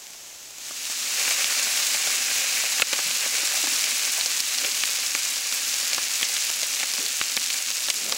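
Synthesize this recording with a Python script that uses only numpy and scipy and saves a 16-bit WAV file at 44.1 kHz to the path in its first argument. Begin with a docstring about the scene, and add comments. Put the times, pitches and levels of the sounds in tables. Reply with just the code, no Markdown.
"""Slices of meat sizzle on a barrel grill over faint outdoor air, first from a few steps away, then close.
From 1.2 s a foil-wrapped press bears down and juice boils in the gap under it. Countless tiny bubbles
burst in the fat, drops spit and pop, echoed by the open lid, and steam sputters from under the slices.
The one microphone's limiter ducks after the loudest pops. A faint rumble swells at the end."""
import sys
import numpy as np
from scipy import signal
from scipy.fft import rfft, irfft, next_fast_len
from scipy.io import wavfile
from scipy.ndimage import map_coordinates

SR = 44100
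rng = np.random.default_rng(int(sys.argv[2]) if len(sys.argv) > 2 else 0)


def unload_audio(sound):
    """Save the sound as a 16-bit wav file, at the path given as the first command line argument."""
    columns = np.transpose(np.atleast_2d(sound))
    # keep every value between -1 and 1, then stretch to whole-number steps
    steps = np.round(np.clip(columns, -1, 1) * 32767)
    wavfile.write(sys.argv[1], SR, steps.astype(np.int16))


N = 360297
PRESS_S = 1.2  # the press bears down


def amp(db):
    """Decibels to gain."""
    return 10 ** (np.asarray(db) / 20)


def unit(x):
    """x at rms 1."""
    return x / np.sqrt(np.mean(x ** 2) + 1e-20)


def at_energy(x, db, length_s):
    """x with the energy of a sound held at db for length_s."""
    return x * amp(db) * np.sqrt(length_s * SR / np.sum(x ** 2))


def since(start_s):
    """Seconds since start_s, per sample; negative before it."""
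    return np.arange(N) / SR - start_s


def curve(points):
    """(seconds, value) points joined by lines, per sample."""
    return np.interp(since(0), *np.transpose(points))


def wobble(rate_hz):
    """Smooth random curve, rate_hz knots a second."""
    knots = rng.standard_normal(int(N * rate_hz / SR) + 4)
    return map_coordinates(knots, [np.arange(N) * rate_hz / SR])


def smooth(x, lag_s):
    """One-pole lag."""
    pole = np.exp(-1 / (lag_s * SR))
    return signal.lfilter([1 - pole], [1, -pole], x)


def shape(points):
    """Gain against frequency from (Hz, dB) points on a log axis."""
    points_hz, db = np.transpose(points)
    return lambda hz: amp(np.interp(np.log(hz + 1), np.log(points_hz), db))


def hump(hz, centre_hz, octaves):
    """Broad peak with gentle skirts."""
    return 1 / (1 + (np.log2((hz + 1) / centre_hz) / octaves) ** 2)


def colour(x, gain, size=4096):
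    """x through the minimum-phase filter of magnitude gain(hz)."""
    magnitude = np.maximum(gain(np.fft.rfftfreq(size, 1 / SR)), 1e-6)
    cepstrum = irfft(np.log(magnitude))
    cepstrum[1:size // 2] *= 2
    cepstrum[size // 2 + 1:] = 0
    return signal.oaconvolve(x, irfft(np.exp(rfft(cepstrum))))[:len(x)]


def noise(gain):
    """Coloured noise of rms 1."""
    return unit(colour(rng.standard_normal(N), gain))


def bursts(per_s, spread_db, cap_sigma):
    """Impulses at random moments, with capped log-normal sizes."""
    sizes = amp(spread_db * np.minimum(rng.standard_normal(N), cap_sigma)) * rng.choice([-1, 1], N)
    return sizes * (rng.random(N) < per_s / SR)


def lid(x, echo_db, delay_s=0.0035):
    """The open lid throws back one echo."""
    return x + amp(echo_db) * np.pad(x, (round(delay_s * SR), 0))[:len(x)]


def frying_db():
    """Level of the frying fat at the microphone."""
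    # Each row: time in seconds, level of the frying in dB.
    vigour = [(1.3, -24), (1.9, -24.5), (3.1, -26), (3.75, -24.5), (4.35, -26.5), (4.7, -26), (5.4, -28),
              (5.75, -26), (6.6, -27), (7.2, -27.5), (7.7, -27.5), (8.1, -28.5)]
    # Each row: time in seconds, gain in dB on coming up to the grill.
    approach = [(0.5, -22.5), (0.65, -13), (0.8, -8), (1.1, -2.1), (1.3, 0.8)]
    return curve(vigour) + curve(approach)


def outdoors(rumble_full_s=8.13, rise_db_per_s=61):
    """Faint low air, and a rumble that rises at the end."""
    # Each row of both spectra: frequency in Hz, density in dB.
    air_spectrum = [(15, -4), (26, 5), (38, -21), (70, -7), (140, -0.5), (260, -17), (600, -3.5),
                    (2000, -18.5)]
    rumble_spectrum = [(60, -30), (140, -20), (200, -4), (280, -6), (500, -3), (800, -10), (1400, -16),
                       (3000, -40)]
    air = noise(shape(air_spectrum)) * amp(-62 + 0.63 * wobble(4.7))
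    rumble_db = -42.5 + rise_db_per_s * np.minimum(since(rumble_full_s), 0)
    return air + noise(shape(rumble_spectrum)) * amp(rumble_db + 1.1 * wobble(20))


def distant_sizzle(fade_db_per_s=70):
    """From a few steps away the crackles blur and lose their top; this fades on coming close."""
    # Each row: frequency in Hz, density in dB.
    spectrum = [(100, -20), (300, -11), (540, -8.5), (800, -7.5), (1200, -12.5), (2400, -6.5), (3200, -6.5),
                (4200, -7.5), (6500, 0), (7700, -4), (9300, -13), (11000, -11.5), (15500, -15)]
    grains = 0.5 * unit(bursts(per_s=700, spread_db=9, cap_sigma=2.4)) + rng.standard_normal(N)
    level_db = -42.5 - fade_db_per_s * np.maximum(since(PRESS_S), 0)
    return unit(colour(grains, shape(spectrum))) * amp(level_db + 0.7 * wobble(28))


def sputters(size=16384):
    """Steam forces its way out through the juice under a slice in short runs of low bubbles."""
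    # Each row: start in seconds, level in dB, pitch in Hz, length in seconds.
    runs = [(3.04, -52, 168, 0.056), (3.537, -42, 780, 0.027), (3.562, -44, 580, .025),
            (3.633, -40.5, 280, 0.02), (3.672, -50, 270, 0.1), (4.176, -38, 730, 0.016),
            (4.624, -45.5, 420, 0.063), (6.623, -43, 570, 0.027), (6.976, -44.5, 265, 0.033),
            (7, -48, 420, 0.071), (7.362, -44, 232, 0.025)]
    track, t = np.zeros(N + size), np.arange(size) / SR
    for start_s, db, pitch_hz, length_s in runs:
        flutter = rng.standard_normal(size) * amp(1.1 * wobble(91)[:size])
        envelope = (1 - np.exp(-t / 0.0012)) * np.exp(-(t / length_s) ** 2)
        run = colour(flutter * envelope, lambda hz: hump(hz, pitch_hz, 0.36))
        track[round(start_s * SR):][:size] += at_energy(run, db, length_s)
    return track[:N]


def juice(rise_db_per_s=60, drying_db_per_s=1.1):
    """Juice boils in uneven spurts, rings the gap between plate and press, and slowly dries up."""
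    # Each row: resonance of the gap in Hz, width in Hz, relative peak in dB.
    gap_modes = [(420, 92, -6.5), (565, 247, 0.5), (775, 71, 3), (1153, 250, -0.5), (1666, 540, 4),
                 (2367, 710, 9.5), (2750, 340, 4.5)]

    def gap_gain(hz):
        power = 0
        for mode_hz, width_hz, db in gap_modes:
            resonance = hz * width_hz / (mode_hz ** 2 - hz ** 2 + 1j * hz * width_hz)
            power += amp(db) ** 2 * np.abs(resonance) ** 4
        return np.sqrt(power)

    t = since(PRESS_S)
    level_db = frying_db() - 9 + np.minimum(rise_db_per_s * t, -drying_db_per_s * t)
    boil = unit(bursts(per_s=1100, spread_db=8, cap_sigma=2.24)) + 0.76 * rng.standard_normal(N)
    spurts = boil * amp(2.15 * wobble(24))
    return unit(colour(spurts, gap_gain)) * amp(level_db)


def small_drops(per_s=2.5, count=80):
    """Rows for pops(): lesser drops once the press is down, one at random in each time slot."""
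    crack, thud, pitch, moment = rng.standard_normal((count, 4)).T
    start_s = PRESS_S + (np.arange(count) + moment % 1) / per_s
    crack_db, thud_db = -25 + 0.5 * crack, -40.5 + 0.5 * thud
    pitch_hz = 5300 * 2 ** (0.2 * pitch)
    t60_s = np.full(count, 0.007)
    rows = np.column_stack([start_s, crack_db, pitch_hz, t60_s, thud_db])
    return rows[start_s < N / SR].tolist()


def pops(size=4096, body_s=0.0025, gap_hz=2220, thud_lift_db=1.5):
    """A drop bursts with a short pitched crack that rings the gap; the freed steam gives a dull thud."""
    # Each row: start in seconds, crack level in dB, pitch in Hz, 60 dB decay time of the burst in
    # seconds, thud level in dB before the lift.
    loud_drops = [(0.707, -38, 4500, .008, -36), (0.899, -30, 4600, 0.0054, -37.5),
                  (1.279, -22, 2700, 0.0083, -31), (1.310, -21, 2980, .008, -31),
                  (1.444, -18, 3500, .003, -37), (1.668, -33, 4400, .006, -32.5),
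                  (1.947, -23, 3400, .006, -33), (2.073, -26.5, 6400, .006, -28),
                  (2.638, -33, 4500, .006, -31.5), (2.798, -20, 2500, .009, -26),
                  (2.8203, -6, 2800, 0.0066, -18), (2.824, -10, 2150, .0064, -35),
                  (2.930, -18, 3060, .004, -26), (2.934, -19, 3400, 0.0071, -29),
                  (2.989, -30, 4600, .006, -26.5), (3.112, -22, 4600, .003, -44),
                  (3.262, -25, 4200, .006, -31), (3.432, -31, 5100, .006, -30.5),
                  (3.640, -27, 4000, .006, -30), (3.671, -23, 4000, .006, -28.5),
                  (3.841, -17.5, 5070, .004, -49), (4.211, -16.5, 4420, .003, -51),
                  (4.260, -16.5, 5450, 0.0027, -34), (4.4039, -14.5, 5460, .0015, -49),
                  (4.585, -19, 5500, .006, -50), (4.648, -20, 2670, 0.0075, -32),
                  (4.836, -15.5, 2200, 0.0091, -52), (5.150, -17.5, 4200, .006, -27),
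                  (5.525, -20.5, 5260, .0025, -34), (5.9322, -17, 4600, 0.007, -38),
                  (5.947, -18, 5960, 0.0046, -48), (5.981, -20.5, 3170, 0.0057, -23.5),
                  (6.2128, -25, 4100, .006, -33.5), (6.229, -14, 3230, .012, -39),
                  (6.366, -19.5, 3850, 0.0086, -50), (6.500, -21, 5200, .006, -35),
                  (6.632, -17.5, 5300, .004, -41), (6.831, -22, 2800, .007, -31),
                  (6.937, -20, 5200, .006, -37), (6.979, -26, 5300, .005, -34),
                  (7.0635, -20, 4500, .0055, -53), (7.2136, -16.5, 2770, .004, -45),
                  (7.214, -16.5, 1450, .007, -48), (7.367, -15.5, 4970, 0.0084, -29),
                  (7.3743, -17.5, 2400, 0.0073, -35), (7.503, -20, 3180, 0.0035, -47),
                  (7.885, -20.5, 4200, .009, -31), (7.901, -13, 5200, 0.0064, -36),
                  (7.904, -15.5, 3000, .005, -45), (8.1235, -15.5, 4900, 0.007, -24.5)]
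    # Each row of both: frequency in Hz, gain in dB.
    thud_spectrum = [(25, -37), (90, -9), (170, -6.5), (270, 6), (380, 2.5), (560, 8), (1100, 8.5),
                     (1700, 9.5), (3500, -55)]
    mic_rolloff = [(6800, 2), (8000, -0.5), (9200, -2), (13500, -8), (15800, -24)]
    track, t = np.zeros(N + size), np.arange(size) / SR
    barrel_tail = amp(-21 - 60 * t / 0.04)
    gap_and_mic = lambda hz: (1 + hump(hz, gap_hz, 0.28)) * shape(mic_rolloff)(hz)
    for start_s, crack_db, pitch_hz, t60_s, thud_db in loud_drops + small_drops():
        burst = rng.standard_normal(size) * (amp(-60 * t / t60_s) + barrel_tail)
        spray = colour(burst, lambda hz: hump(hz, pitch_hz, 0.8) * gap_and_mic(hz))
        bubble_ring = np.sin(2 * np.pi * pitch_hz * t) * amp(-60 * t / (1.36 * t60_s))
        crack = at_energy(unit(spray) + 0.33 * unit(bubble_ring), crack_db, body_s)
        steam = (t == 0) + 0.19 * rng.standard_normal(size) * amp(-60 * t / 0.034)
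        thud = at_energy(colour(steam, shape(thud_spectrum)), thud_db + thud_lift_db, body_s)
        track[round(start_s * SR):][:size] += crack + thud
    return lid(track[:N], echo_db=-15)


def fat(crackle_growth_per_s=0.053):
    """Tiny bubbles merge into a hiss, larger ones crackle, drops spit; the air in the barrel hums along."""
    # Each row of both spectra: frequency in Hz, density in dB.
    fat_spectrum = [(100, -37.5), (350, -26), (1000, -14), (2000, -7), (2750, -3), (3250, -5.5), (4000, -3),
                    (5500, -2), (6800, -1), (7800, -3.5), (9000, -9), (11000, -10.5), (13500, -16.5),
                    (15500, -13)]
    barrel_spectrum = [(110, -21), (205, -15.5), (245, -0.5), (262, 2), (290, -6), (340, -10.5), (700, -34)]
    fat_gain = shape(fat_spectrum)
    pitches_hz = np.geomspace(2200, 12000, num=5)  # one per bubble size
    all_bands = lambda hz: np.sqrt(sum(hump(hz, pitch_hz, 1) ** 2 for pitch_hz in pitches_hz))
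    crackle = 0
    for pitch_hz in pitches_hz:
        # The smallest bubbles are the most numerous.
        bubbles = bursts(per_s=620 * np.sqrt(pitch_hz / 5000), spread_db=8, cap_sigma=2.2)
        flurries = bubbles * amp(1.6 * wobble(35))
        crackle += colour(flurries, lambda hz: fat_gain(hz) * hump(hz, pitch_hz, 0.75) / all_bands(hz))
    hiss = noise(fat_gain) * amp(0.91 * wobble(70))
    drops = bursts(per_s=26, spread_db=1.5, cap_sigma=1.2)
    spits = unit(colour(drops, lambda hz: fat_gain(hz) * hump(hz, 3800, 0.96)))
    distinct = unit(lid(crackle, echo_db=-21)) + amp(-11) * spits
    # As the juice dries, power shifts from hiss to distinct bursts.
    drying_s = np.maximum(since(PRESS_S), 0)
    share = np.clip(0.2 + crackle_growth_per_s * drying_s, 0, 1)
    sizzle = np.sqrt(share) * distinct + np.sqrt(1 - share) * hiss
    hum = noise(shape(barrel_spectrum)) * amp(-33 + 0.8 * wobble(16))
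    return (sizzle + hum) * amp(frying_db() + 0.31 * wobble(14))


def scene():
    """All sources at one microphone, on two equal channels."""
    mono = fat() + juice() + sputters() + pops() + distant_sizzle() + outdoors()
    return np.array([mono, mono])


def limiter(x, threshold_db, attack_s, release_s):
    """Gain drops just after a loud peak and creeps back."""
    power = smooth(x[0] ** 2, lag_s=0.00063)
    over_db = np.maximum(10 * np.log10(power + 1e-12) - threshold_db, 1e-6)
    decay = since(0) / release_s
    held_db = np.exp(np.maximum.accumulate(np.log(over_db) + decay) - decay)  # decaying peak hold
    return x * amp(-smooth(held_db, attack_s))


def record(dry, top_hz=15800):
    """Limiter, soft clipping of the peaks that slip past it, and a band limit."""
    limited = limiter(dry, threshold_db=-14.5, attack_s=0.0055, release_s=0.036)
    # The half-waves clip at unequal heights, so the loudest pops leave a low bump.
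    ceiling = np.where(limited > 0, 0.445, 0.46)
    clipped = limited / (1 + np.abs(limited / ceiling) ** 8) ** (1 / 8)
    size = next_fast_len(N + SR // 2)
    passband = np.fft.rfftfreq(size, 1 / SR) < top_hz
    return irfft(rfft(clipped, size) * passband, size)[:, :N]


dry = scene()
out = record(dry)
unload_audio(out)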